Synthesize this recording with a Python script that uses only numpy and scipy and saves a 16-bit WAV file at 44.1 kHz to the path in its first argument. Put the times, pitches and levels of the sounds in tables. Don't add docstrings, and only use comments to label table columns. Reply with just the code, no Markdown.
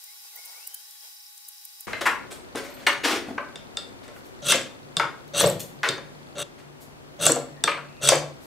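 import sys
import numpy as np
from scipy import signal
from scipy.fft import rfft, irfft, next_fast_len
from scipy.io import wavfile
from scipy.ndimage import map_coordinates

SR = 44100
rng = np.random.default_rng(int(sys.argv[2]) if len(sys.argv) > 2 else 0)


def to_wav(s):
    ch = np.atleast_2d(s).T
    pcm = np.round(np.clip(ch, -1, 1) * 32767)
    wavfile.write(sys.argv[1], SR, pcm.astype(np.int16))


def undo_db(level):
    steps = np.asarray(level, float) / 20
    return 10 ** steps


N = 373072

# (frequency [Hz], level per Hz [dB])
AIR = [(15, -45), (25, -12.5), (133, -4.5), (164, -8), (282, -3), (322, -9), (369, -3), (433, -9.5),
       (482, -8), (826, -12), (1760, -17.5), (5010, -26.5), (9000, -32), (15500, -39.5)]
# (time [s], level [dB])
AIR_LEVEL = [(1.87, -42.5), (2.05, -49.5), (3.6, -50), (4.9, -50.5), (5.91, -51), (6.3, -51), (6.7, -52.5),
             (7.5, -51.5), (8.46, -51.5)]
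# (frequency [Hz], likeness [-1 to 1])
AIR_ALIKE = [(60, -0.56), (180, -0.38), (550, 0.014), (1650, -0.6), (4970, -0.52), (15000, -0.26)]
# (time [s], level [dB])
DRONE = [(4.3, -60), (5.55, -44.5), (5.84, -47), (6.1, -51.5), (7.2, -55), (7.32, -41), (7.6, -53.5),
         (7.98, -50), (8.12, -29), (8.46, -56)]
# (time [s], pitch [Hz], level [dB])
FAR_WHINE = [(7.5, 1750, -79), (7.58, 1790, -57), (7.8, 2440, -73), (7.88, 2560, -61), (8.05, 2700, -56),
             (8.15, 2700, -72)]
# (start [s], end [s])
LATE_TICKS = [(2.12, 2.3), (3.2, 3.38), (3.62, 3.74), (4.7, 4.82), (5.1, 5.18), (6.95, 6.98), (3.96, 4.02),
              (4.16, 4.18), (4.32, 4.38), (5.76, 5.78), (6.12, 6.26)]
# (frequency [Hz], time to fall 60 dB [s])
ROOM_DECAY = [(150, 0.75), (500, 0.39), (1400, 0.39), (3700, 0.35), (10000, 0.3)]
# (frequency [Hz], share [0 to 1])
WIDTH = [(150, 0.35), (700, 0.26), (3000, 0.93), (8000, 1), (13000, 0.94)]
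# (frequency [Hz], difference [dB])
LEAN = [(60, 2), (180, 2), (550, 2.5), (1650, 2.5), (4970, 1.5), (15000, 1)]

# (frequency [Hz], level per Hz [dB])
FAST_HISS = [(59, -67), (100, -36.5), (712, -22.5), (825, -7.5), (917, -31), (1110, -6), (1260, -18.5),
             (1430, -10.5), (3620, -4), (3850, -4), (4370, -2.5), (4860, 0), (6530, -3.5), (9550, -2.5),
             (15500, -5)]
# (frequency [Hz], likeness [-1 to 1])
FAST_ALIKE = [(60, -0.01), (240, 0.15), (950, -0.29), (3770, -0.42), (15000, -0.11)]
# (pitch [Hz], level [dB])
FAST_LINES = [(834, -70.5), (1104, -77.5), (1500, -78.5), (1930, -76), (3887, -63), (9598, -64)]
# (time [s], level [dB])
FAST_SHUFFLE = [(0.0, -77.5), (.22, -77), (.255, -67), (.3, -76), (.39, -63.5), (.43, -69), (0.5, -60.5),
                (.6, -69.5), (0.998, -82), (1.046, -67.5), (1.18, -87.5), (1.86, -83)]
# (time [s], pitch [Hz], level [dB])
FAST_WHINE = [(.07, 2030, -62), (.14, 2230, -66), (.15, 2230, -90), (.23, 2500, -92), (.24, 2530, -65),
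              (.31, 2700, -68), (.32, 2170, -66), (.37, 1940, -54), (.38, 2170, -56.5), (.58, 2190, -63),
              (.7, 2200, -67)]
# (time [s], pitch [Hz], level [dB])
FAST_GLIDE = [(.53, 1930, -56), (.6, 2484, -62), (.7, 3060, -57), (.78, 3090, -55.5), (.83, 3230, -65),
              (.91, 3430, -62), (1.03, 3230, -63), (1.1, 3120, -74)]
# (time [s], peak level [dB], lowest pitch guide [Hz])
FAST_CLICKS = [(0.041, -28.5, 11300), (0.353, -39, 15000), (0.3606, -24, 14700), (0.4505, -33, 11100),
               (0.458, -27, 11800), (0.674, -21.5, 9950), (0.745, -19.5, 10500), (0.9098, -34.5, 8410),
               (1.378, -33, 5700), (1.472, -49.5, 5040), (1.487, -24.5, 11000), (1.652, -25, 11000),
               (1.8075, -25, 10200)]
# (start [s], end [s], level [dB])
FAST_CHATTER = [(0, 0.295, -58.5), (0.382, .72, -56.5), (.77, .93, -56), (0.968, 1.298, -56.5),
                (1.443, 1.477, -56), (1.52, 1.698, -56), (1.73, 1.85, -57)]

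# (time [s], half length [s], level [dB])
PUFFS = [(4.172, .03, -59.5), (4.263, 0.02, -58.5), (5.28, 0.0024, -54), (5.475, 0.002, -28),
         (5.42, 0.0023, -22), (5.49, 0.0012, -32), (5.502, 0.0035, -39), (5.597, 0.0017, -33.5),
         (5.605, 0.004, -30), (5.615, 0.0022, -39), (5.677, 0.033, -64), (6.824, 0.018, -52.5),
         (8.44, 0.03, -58)]
# (start [s], rise [s], fall [s], rub level [dB], loose board over rub [dB])
SLIDES = [(1.867, 0.0017, 0.24, -46.5, 10), (2.009, 0.008, 0.03, -27, 5), (2.054, 0.013, 0.034, -34, 17.5),
          (2.305, 0.023, 0.047, -40, -2.5), (2.548, 0.0021, 0.18, -37.5, 4), (2.74, 0.1, 0.005, -47, 4),
          (2.866, 0.0011, 0.055, -24, 12), (3.034, 0.02, 0.13, -24, 1), (3.26, 0.031, 0.064, -49.5, 9.5),
          (4.03, .005, 0.13, -53, 3.5), (5.831, 0.00043, 0.052, -24, 10), (5.885, 0.0031, 0.0045, -28, -14),
          (6.58, 0.027, 0.042, -53.5, 4.5)]
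SHEEN_DB = [-2.5, -7.5, -0.5, -3, -5, -4.5, -17.5, -10.5, -4, -6, -30, -23, -7.5]
# (time [s], clack [dB], thud [dB], clack pitch [Hz], thud pitch [Hz])
KNOCKS = [(1.877, -27, -36, 1040, 415), (1.932, -18, -27, 2100, 648), (2.011, -42, -29.5, 1380, 360),
          (2.056, -26, -40, 1880, 1080), (2.065, -14.5, -29, 1072, 292), (2.071, -21, -30.5, 2040, 1066),
          (2.08, -14.5, -29, 1063, 300), (2.092, -20.5, -29, 1137, 1160), (2.55, -25.5, -21.5, 776, 265),
          (2.767, -38.5, -41, 2230, 254), (2.866, -15.5, -25, 1600, 542), (2.8705, -13.5, -22, 2336, 560),
          (3.036, -23.5, -26, 2070, 350), (3.058, -18, -39, 840, 680), (3.105, -19.5, -20.5, 849, 365),
          (3.131, -23.5, -16, 2200, 296), (3.157, -29.5, -23, 2510, 468), (3.195, -39, -37, 890, 304),
          (3.263, -40, -35, 790, 250), (3.283, -41, -22.5, 800, 257), (3.305, -42, -25.5, 800, 250),
          (3.379, -17, -26, 1165, 468)]
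# (time [s], clack [dB], thud [dB], clack pitch [Hz], thud pitch [Hz])
JOLTS = [(4.162, -39.5, -43.5, 1450, 545), (4.521, -14, -19, 1660, 616), (4.544, -19.5, -17, 1830, 540),
         (4.997, -9.5, -24.5, 1100, 590), (5.001, -24, -22.5, 950, 1065), (5.03, -18.5, -27.5, 1210, 1120),
         (5.407, -15.5, -12.5, 1400, 554), (5.439, -15, -6.5, 820, 522), (5.469, -19.5, -22, 826, 520),
         (5.832, -14, -35, 1350, 440), (5.845, -18.5, -46, 2241, 550), (5.98, -31, -30.5, 1240, 553),
         (7.294, -16, -11, 910, 489), (7.363, -25, -18, 890, 485), (7.676, -11, -27, 1225, 566),
         (7.677, -14, -34, 2250, 627), (7.716, -22, -30, 2300, 1150), (7.775, -28, -34, 1300, 600),
         (7.679, -34.5, -21, 2750, 1120), (7.69, -20, -26.5, 2120, 627), (8.09, -14.5, -27.5, 1320, 546),
         (8.119, -13, -6, 805, 522.5), (8.13, -12.5, -19.5, 867, 430)]
# (time [s], level [dB])
SNAPS = [(1.9322, -21.5), (2.0575, -27), (2.8665, -13), (2.871, -9), (4.5218, -5), (4.998, -12.5),
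         (5.8325, -15), (5.8895, -11.5), (7.2662, -9), (7.676, -12), (8.0885, -0.5)]
# (pitch over the clack's [ratio], level [dB], time to fall 60 dB [s])
CLACK_MODES = [(1, -7, .035), (1.33, -9, .03), (1.9, -11, .025)]
# (frequency [Hz], width [Hz], level [dB])
CLUTTER = [(1740, 1020, -8), (3060, 1900, 2.5), (4650, 4700, -2)]
SHEEN = [(7500, 4880, 16.5), (11800, 6150, -7.5)]
BOARD = [(867, 280, -1), (1100, 146, 6), (1380, 326, 4), (2200, 790, 1.5)]
BENCH = [(254, 13, -6), (299, 15, -3.5), (389, 75, -3.5), (465, 20.5, 3.5), (550, 14, 4.5), (582.5, 17, 5),
         (680, 140, -3)]
HOLLOW = [(250, 21, 2), (300, 32, 3.5), (346, 32, 1), (475, 43, 0), (650, 69, -5), (817, 40, -1.5)]

# (time [s], peak level [dB], pitch [Hz])
TINKS = [(2.326, -38, 7300), (2.339, -42, 6900), (3.381, -40, 5900), (5.98, -36, 6300),
         (3.5573, -37.5, 8200), (3.7701, -23, 7960), (3.8906, -47, 7940), (4.968, -21.5, 8180),
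         (7.639, -6.5, 8090), (4.5087, -25, 8000), (5.523, -31, 7600), (5.889, -18, 8090),
         (7.3167, -14, 5900), (8.015, -37, 8200), (8.177, -25, 6200), (4.557, -15.5, 7860),
         (4.615, -27.5, 7500), (4.6314, -32, 7600), (5.4608, -14, 7780), (5.469, -14.5, 8050),
         (5.4989, -16.5, 7750), (5.462, -22, 4700), (5.633, -36.5, 6500), (7.3195, -3.5, 7830),
         (7.359, -18, 7630), (8.1552, -15, 7830), (8.1864, -27, 7600)]
# (time [s], level [dB], middle modes [dB], top modes [dB])
JINGLES = [(2.31, -53, 3, 3), (2.326, -44.5, 13, 2), (2.639, -54, -11, 10), (2.701, -48, -6, 9.5),
           (2.74, -47, -1, 9), (2.866, -25.5, 0, -1), (2.92, -36.5, -6, 3), (4.968, -41, 5, -6),
           (5.61, -58, -10, 2), (5.667, -62, -20, 1), (5.745, -60, -8, 9), (5.837, -41, -6, -3),
           (5.862, -50, 5, -8), (5.889, -36, -10, -8), (6.11, -67, -9, -6), (7.64, -45, 0, -13),
           (7.71, -41.5, 3, -17)]
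# (level [dB], time to fall 60 dB [s]), then their pitches [Hz]
STRIKER = [(-4.5, 0.16), (-25, 0.97), (-3, 0.17), (-20.5, 0.43), (-10, 0.21), (-18, 0.2), (-23, 0.25)]
STRIKER_HZ = [4285, 6608, 8118, 10030, 12660, 14310, 14950]

# (start [s], edge bites [s], rod leaves the blade [s])
STROKES = [
    (4.42, 4.458, 4.521),
    (5.335, 5.378, 5.413),
    (6.352, 6.392, 6.428),
    (7.19, 7.217, 7.266),
    (8.01, 8.032, 8.088),
]
# (strength [dB], extra push at the exit [dB], grip on the jaw [dB])
EFFORT = [(-22, 4.5, -2.5), (-12.5, -6.5, -2), (-27, -3, 4), (-18.5, 1.5, 2), (-22, 2.5, 0.5)]
TIP_DB = [-0.5, 1.5, -1.5, 1, 0]
SHADE_DB = [-3, -5.5, -18.5, -3.5, -1]
# (blade, rod tip, vise, jaw) [dB]
TOUCH_DB = [-24, -46, -30.5, -20.5]
BITE_DB = [-8.5, -10.5, -15, -11.5]
EXIT_DB = [-2, -6.5, -14.5, -11]
SHUDDER_DB = [-30, -50, -37, -18]
# (start [s], rise [s], fall [s])
SHUDDER = (5.425, .016, .045)
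# (time [s], blade [dB], then rod tip, vise and ping over blade [dB])
BLOWS = [(2.5551, -29.5, 6.5, -18, -4), (3.5554, -30.5, -9.5, -6.5, 16), (3.7691, -21.5, -7, -10.5, 21.5),
         (4.078, -42.5, 1.5, 4.5, 2), (4.5199, -23.5, 17.5, 5, 27), (4.9663, -13.5, -6, -11.5, 18),
         (5.8866, -17.5, -7.5, -6, 20.5), (6.4208, -55, -6, -7, -6), (7.2638, -13.5, 16, -3.5, 13),
         (7.6368, -11.5, -2, -9.5, 17.5), (8.0873, -3.5, 3.5, -12.5, 3)]
# (frequency [Hz], width [Hz], level [dB])
BLADE = [(2750, 90, 5), (3000, 480, -5), (3410, 200, 2), (3763, 81, 7), (4200, 1200, -6), (4596, 120, -2),
         (5960, 110, 2.5), (6200, 90, 3), (6320, 390, -1.5)]
PING = [(3590, 110, 18), (3725, 130, 11), (4880, 200, 5.5)]
ROD = [(7000, 140, -16.5), (7940, 350, 6), (8295, 140, 3.5), (8780, 160, -5), (9340, 800, -2),
       (9750, 190, 1)]
VISE = [(774, 540, -6.5), (1160, 58, 5.5), (1360, 71, 9.5), (1590, 240, 4.5), (1800, 250, 2),
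        (2280, 170, -0.5)]
JAW = [(429, 65, -4.5), (566, 24, 3.5), (680, 110, -9)]


def unit(x):
    return x / np.sqrt(np.mean(x ** 2) + 1e-20)


def along(points, hz):
    f, v = np.transpose(points)
    return np.interp(np.log(hz + 1), np.log(f + 1), v)


def curves(rows, outside=-120):
    s, *cols = np.transpose(rows)
    return np.array([np.interp(np.arange(N) / SR, s, c, outside, outside) for c in cols])


def wobble(rate):
    knots = rng.standard_normal(int(N * rate / SR) + 4)
    return map_coordinates(knots, [np.arange(N) * rate / SR])


def tone(hz):
    return np.sin(2 * np.pi * np.cumsum(hz + np.zeros(N)) / SR)


def filtered(x, response):
    m = next_fast_len(N + SR // 2)
    return irfft(rfft(x, m) * response(np.fft.rfftfreq(m, 1 / SR)), m)[..., :N]


def body(x, modes, order=2):
    low_hz = modes[0][0] - modes[0][1]
    high_hz = modes[-1][0] + modes[-1][1]

    def response(f):
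        skirt = (1j * f / (low_hz + 1j * f) * high_hz / (high_hz + 1j * f)) ** order
        ring = 0
        for k, (hz, width, db) in enumerate(modes):
            ring = ring + (-1) ** k * undo_db(db) * 1j * f * width / (hz * hz - f * f + 1j * f * width)
        ring = skirt * ring
        return ring / np.sqrt(np.mean(abs(ring) ** 2))

    return filtered(x, response)


def narrow(hz, width_hz):
    slow = wobble(width_hz) + 1j * wobble(width_hz)
    return np.real(slow * np.exp(2j * np.pi * np.cumsum(hz + np.zeros(N)) / SR))


def rush(spectrum, alike):
    def response(hz):
        turn = np.arccos(np.clip(along(alike, hz), -1, 1)) / 2
        return undo_db(along(spectrum, hz)) * [np.cos(turn), np.sin(turn)]

    mid, side = filtered(rng.standard_normal((2, N)), response)
    return unit(np.array([mid + side, mid - side]))


def grit(tables, coarse_db, lumpy_db):
    level = sum(undo_db(curves(rows)) for rows in tables)
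    grain = undo_db(coarse_db * wobble(500) + lumpy_db * wobble(60))
    return level * unit(rng.standard_normal(level.shape) * grain)


def bursts(contact, rise=0.00018):
    t = np.arange(2000) / SR
    push = rng.standard_normal((len(contact), len(t)))
    push = push * undo_db(-60 * t / np.c_[contact]) * (1 - np.exp(-t / rise))
    return push / np.linalg.norm(push, axis=1, keepdims=True)


def swell(s, rise, fall, db):
    return [(s, *(db - 7.5)), (s + rise, *db), (s + rise + fall, *(db - 16.5))]


def background():
    air = undo_db(curves(AIR_LEVEL)[0] + 6.0 + 0.41 * wobble(3.1)) * rush(AIR, AIR_ALIKE)
    whine_hz, whine_db = curves(FAR_WHINE)
    whine = undo_db(whine_db) * narrow(whine_hz, 360)
    drone = undo_db(curves(DRONE)[0] - 3.5) * narrow(146, 11)
    ticks = np.zeros(N)
    at = np.arange(1.8876, N / SR, .04)
    at = at + .023 * sum((at > start) * (at < end) for start, end in LATE_TICKS)
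    tick_db = -34 + rng.standard_normal(len(at)) - 7 * (abs(at - 6.85) < .5)
    ticks[(at * SR).astype(int)] = undo_db(tick_db)
    return air + whine + drone + body(ticks, [(3490, 370, 2), (4430, 350, 5)])


def workshop(x, gap_s=.004, count=24):
    out = np.zeros((2, N + 2 * SR))
    size = N // count + 1
    for k in range(count):
        hz, t, z = signal.stft(rng.standard_normal((3, SR * 3 // 4)), SR, nperseg=256)
        z = z[0] + along(WIDTH, hz)[:, None] * z[1:]
        z = z * undo_db(-60 * t / along(ROOM_DECAY, hz)[:, None])
        tail = signal.istft(z, SR, nperseg=256)[1]
        tail = tail / np.linalg.norm(tail[0])
        wet = signal.fftconvolve(x[None, k * size:(k + 1) * size], tail, axes=1)
        out[:, k * size + int(gap_s * SR):][:, :wet.shape[1]] += wet
    return out[:, :N]


def fast_clicks():
    out = np.zeros(N)
    t = np.arange(-600, 600) / SR
    for s, db, hz in FAST_CLICKS:
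        band = signal.butter(2, [0.81 * hz, min(2.0 * hz, SR / 2.5)], "band", fs=SR, output="sos")
        puff = rng.standard_normal(len(t)) * np.exp(-abs(t) / 0.0029)
        out[round(s * SR) - 560:][:len(t)] += undo_db(db - 3.5) * signal.sosfilt(band, puff)
    return out


def fast_shot():
    clock = np.arange(N) / SR
    running = sum(undo_db(db) * (clock > start) * (clock < end) for start, end, db in FAST_CHATTER)
    gate = np.sin(np.pi * 190 * clock) ** 8 * undo_db(2.8 * wobble(140))
    chatter = body(gate * rng.standard_normal(N), [(4930, 160, 0.9), (5520, 330, -2.5)])
    out = running * unit(chatter)

    shuffle_db, = curves(FAST_SHUFFLE)
    shuffle = body(rng.standard_normal(N) * undo_db(1.8 * wobble(31.3)),
                   [(464, 104, -1.0), (650, 400, -1.5), (860, 260, 3.5), (1450, 14, 9.0)])
    out = out + undo_db(shuffle_db + 3.5) * unit(shuffle)

    for hz, db in FAST_LINES:
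        phase = 2 * np.pi * hz * clock + 0.15 * wobble(0.016 * hz)
        out = out + undo_db(db + 2.5 + 0.8 * wobble(24.6)) * np.sin(phase)
    out = out + undo_db(-61.5) * narrow(11700, 900) + undo_db(-60.5) * narrow(14400, 700)

    whine_hz, whine_db = curves(FAST_WHINE)
    out = out + undo_db(whine_db - 0.5 + 1.3 * wobble(18.0)) * narrow(whine_hz, 130)
    glide_hz, glide_db = curves(FAST_GLIDE)
    glide = narrow(glide_hz, 130) + 0.29 * narrow(.53 * glide_hz, 68)
    out = out + undo_db(glide_db - 1.5 + 1.8 * wobble(25)) * glide

    hiss = undo_db(-45.5 + 0.19 * (shuffle_db + 74.5)) * rush(FAST_HISS, FAST_ALIKE)
    return (out + fast_clicks() + hiss) * (clock < 1.867)


def puffs():
    clock = np.arange(N) / SR
    level = sum(undo_db(db) * np.exp(-((clock - s) / length) ** 2) for s, length, db in PUFFS)
    return body(level * rng.standard_normal(N), [(3840, 5000, -1.0), (7500, 1870, 5), (12100, 4500, 2.5)])


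def bench():
    slides = []
    for (s, rise, fall, db, board_db), sheen_db in zip(SLIDES, SHEEN_DB):
        slides.append(swell(s, rise, fall, db + np.array([0, sheen_db, board_db, 0])))
    force = undo_db(-5.0) * grit(slides, coarse_db=1.0, lumpy_db=4.0)
    rings = np.zeros(N + SR)
    t = np.arange(4000) / SR
    for s, clack_db, thud_db, clack_hz, thud_hz in KNOCKS + JOLTS:
        i = round(s * SR)
        board, low, clack = bursts([.05, .03, 0.051], rise=0.0009)
        force[2:, i:][:, :2000] += undo_db(np.c_[[clack_db + 13, thud_db + 17]]) * [board, low]
        edges = [clack_hz / 1.324, clack_hz * 1.324]
        band = signal.butter(3, edges, "band", fs=SR, output="sos")
        rings[i:][:2000] += undo_db(clack_db + 28.5) * signal.sosfilt(band, clack)
        for ratio, db, t60 in CLACK_MODES:
            mode = undo_db(clack_db + db - 60 * t / t60) * np.sin(2 * np.pi * ratio * clack_hz * t)
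            rings[i:][:len(t)] += mode * (1 - np.exp(-t / .0006))
        thud = undo_db(thud_db - 3.0 - 60 * t / 0.061) * np.sin(2 * np.pi * thud_hz * t)
        rings[i:][:len(t)] += thud * (1 - np.exp(-t / 0.0016))
    for s, db in SNAPS:
        force[0, round(s * SR)] += undo_db(db + 5.5)
    hollow = (np.arange(N) > 3.02 * SR) * (np.arange(N) < 3.36 * SR)
    pushes = *force[:3], force[3] * (1 - hollow), force[3] * hollow * undo_db(-2)
    bodies = CLUTTER, SHEEN, BOARD, BENCH, HOLLOW
    return sum(body(push, modes) for push, modes in zip(pushes, bodies)) + rings[:N]


def tinks():
    out = np.zeros(N + SR)
    t = np.arange(600) / SR
    for s, db, hz in TINKS:
        waver = .09 * rng.standard_normal(len(t)).cumsum()
        ring = np.sin(2 * np.pi * hz * t + waver) + 0.19 * np.sin(2 * np.pi * 1.13 * hz * t + waver)
        level = undo_db(db + 8.5 - 60 * t / 0.0079) * (1 - np.exp(-t / 0.00088))
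        out[round(s * SR):][:len(t)] += level * ring
    return out[:N]


def striker():
    out = np.zeros(N + SR)
    t = np.arange(SR // 2) / SR
    for s, db, middle_db, top_db in JINGLES:
        lift = [0, 0, middle_db, middle_db / 2, top_db, top_db, top_db]
        ring = 0
        for hz, (level, t60), extra in zip(STRIKER_HZ, STRIKER, lift):
            mode_db = level + extra + 1.5 * np.tanh(rng.normal())
            ring = ring + undo_db(mode_db - 60 * t / t60) * np.sin(2 * np.pi * hz * t)
        out[round(s * SR):][:len(t)] += undo_db(db) * ring * (1 - np.exp(-t / 0.00088))
    return out[:N] * undo_db(3.0 * wobble(45))


def strokes():
    out = [swell(*SHUDDER, np.array(SHUDDER_DB))]
    for (start, bite, end), (db, push_db, grip_db), tip_db in zip(STROKES, EFFORT, TIP_DB):
        db = db + np.array([0, 0.099, 0.78, 1]) * grip_db + [0, tip_db, 0, 0]
        touch, biting, leaving = db + TOUCH_DB, db + BITE_DB, db + push_db + EXIT_DB
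        out.append([(start, *touch), (bite, *biting), (end, *leaving)])
    return out


def blows():
    force, taps, cracks = np.zeros((4, N)), np.zeros(N), np.zeros(N)
    for s, db, tip_db, vise_db, ping_db in BLOWS:
        i = round(s * SR)
        taps[i + 70] = undo_db(db + ping_db)
        cracks[i + 70] = undo_db(db + tip_db + 6)
        push_db = db + np.c_[[15, tip_db + 9, vise_db + 19, vise_db + 19.5]]
        force[:, i + 60:][:, :2000] += undo_db(push_db) * bursts([0.0053, 0.0071, 0.022, 0.054])
    return force, taps, cracks


def mode_gap(f):
    gap_hz, width_hz = 5150, 1300
    stiff = gap_hz ** 2 - f * f
    return (stiff + 1j * f * width_hz * undo_db(-4)) / (stiff + 1j * f * width_hz)


def knife():
    grinding = strokes()
    blade, tip, vise, jaw = undo_db(-0.5) * grit(grinding, coarse_db=3.5, lumpy_db=1.8)
    note_hz = sum(curves([(start, 8700), (end, 10300)], 0)[0] for start, _, end in STROKES)
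    climb = undo_db(6) * filtered(tip, lambda f: 1 / (1 + 1j * f / 400)) * tone(note_hz)
    hum = np.sin(2 * np.pi * 583 * np.arange(N) / SR + .6 * wobble(30))
    hum = hum * undo_db(-3 + 1.5 * wobble(40)) * sum(undo_db(curves(rows)[3]) for rows in grinding[1:])
    blade, tip = filtered(np.array([blade, tip]), mode_gap)
    sparks = undo_db(-10.0) * body(tip, [(11460, 3300, 0)])

    hits, taps, cracks = blows()
    ground = blade + 0.57 * hits[0]
    blade, tip, vise, wood = blade + hits[0], tip + hits[1], vise + hits[2], hits[3]
    rod = body(cracks, [(8430, 1200, 0)], order=5) + body(tip, ROD) + climb
    steel = body(blade, BLADE, order=4)
    ping = body(taps, PING, order=4)
    iron = body(vise, VISE) + body(wood, BENCH) + undo_db(-3) * body(jaw, JAW) + hum
    legs = body(jaw + 0.93 * wood, [(107.6, 41.0, -12.5), (143.4, 29, 0.0), (326, 14, -1.5)])
    rest = iron + undo_db(-7.5) * legs + sparks

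    broad = body(ground, [(3420, 1100, -5.0), (5570, 1100, -11)], order=4)
    broad = broad + body(tip, [(7320, 4500, 0)], order=6)
    clock = np.arange(N) / SR - .003
    shade_db = sum(db * (clock > start) * (clock < end) for (start, _, end), db in zip(STROKES, SHADE_DB))
    all_round = undo_db(-9.5) * steel + undo_db(-15.0) * rod + undo_db(1.5) * broad + undo_db(-4.0) * ping + rest
    return steel + rod + ping + rest, undo_db(shade_db) * all_round


def scene():
    near, all_round = knife()
    rest, ring, touch = bench() + puffs(), striker(), tinks()
    echo = workshop(all_round + rest + 0.55 * ring + 0.28 * touch)
    return near + rest + ring + touch + undo_db(-1) * echo + background() + fast_shot()


def low_pass(x):
    return signal.sosfilt(signal.butter(12, 15670, fs=SR, output="sos"), x)


def record(dry):
    def ports(hz):
        return undo_db(along(LEAN, hz) / 2 * np.c_[[1, -1]]) * (hz < 15700)

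    return low_pass(np.clip(filtered(dry, ports), -1, 1))


dry = scene()
out = record(dry)
to_wav(out)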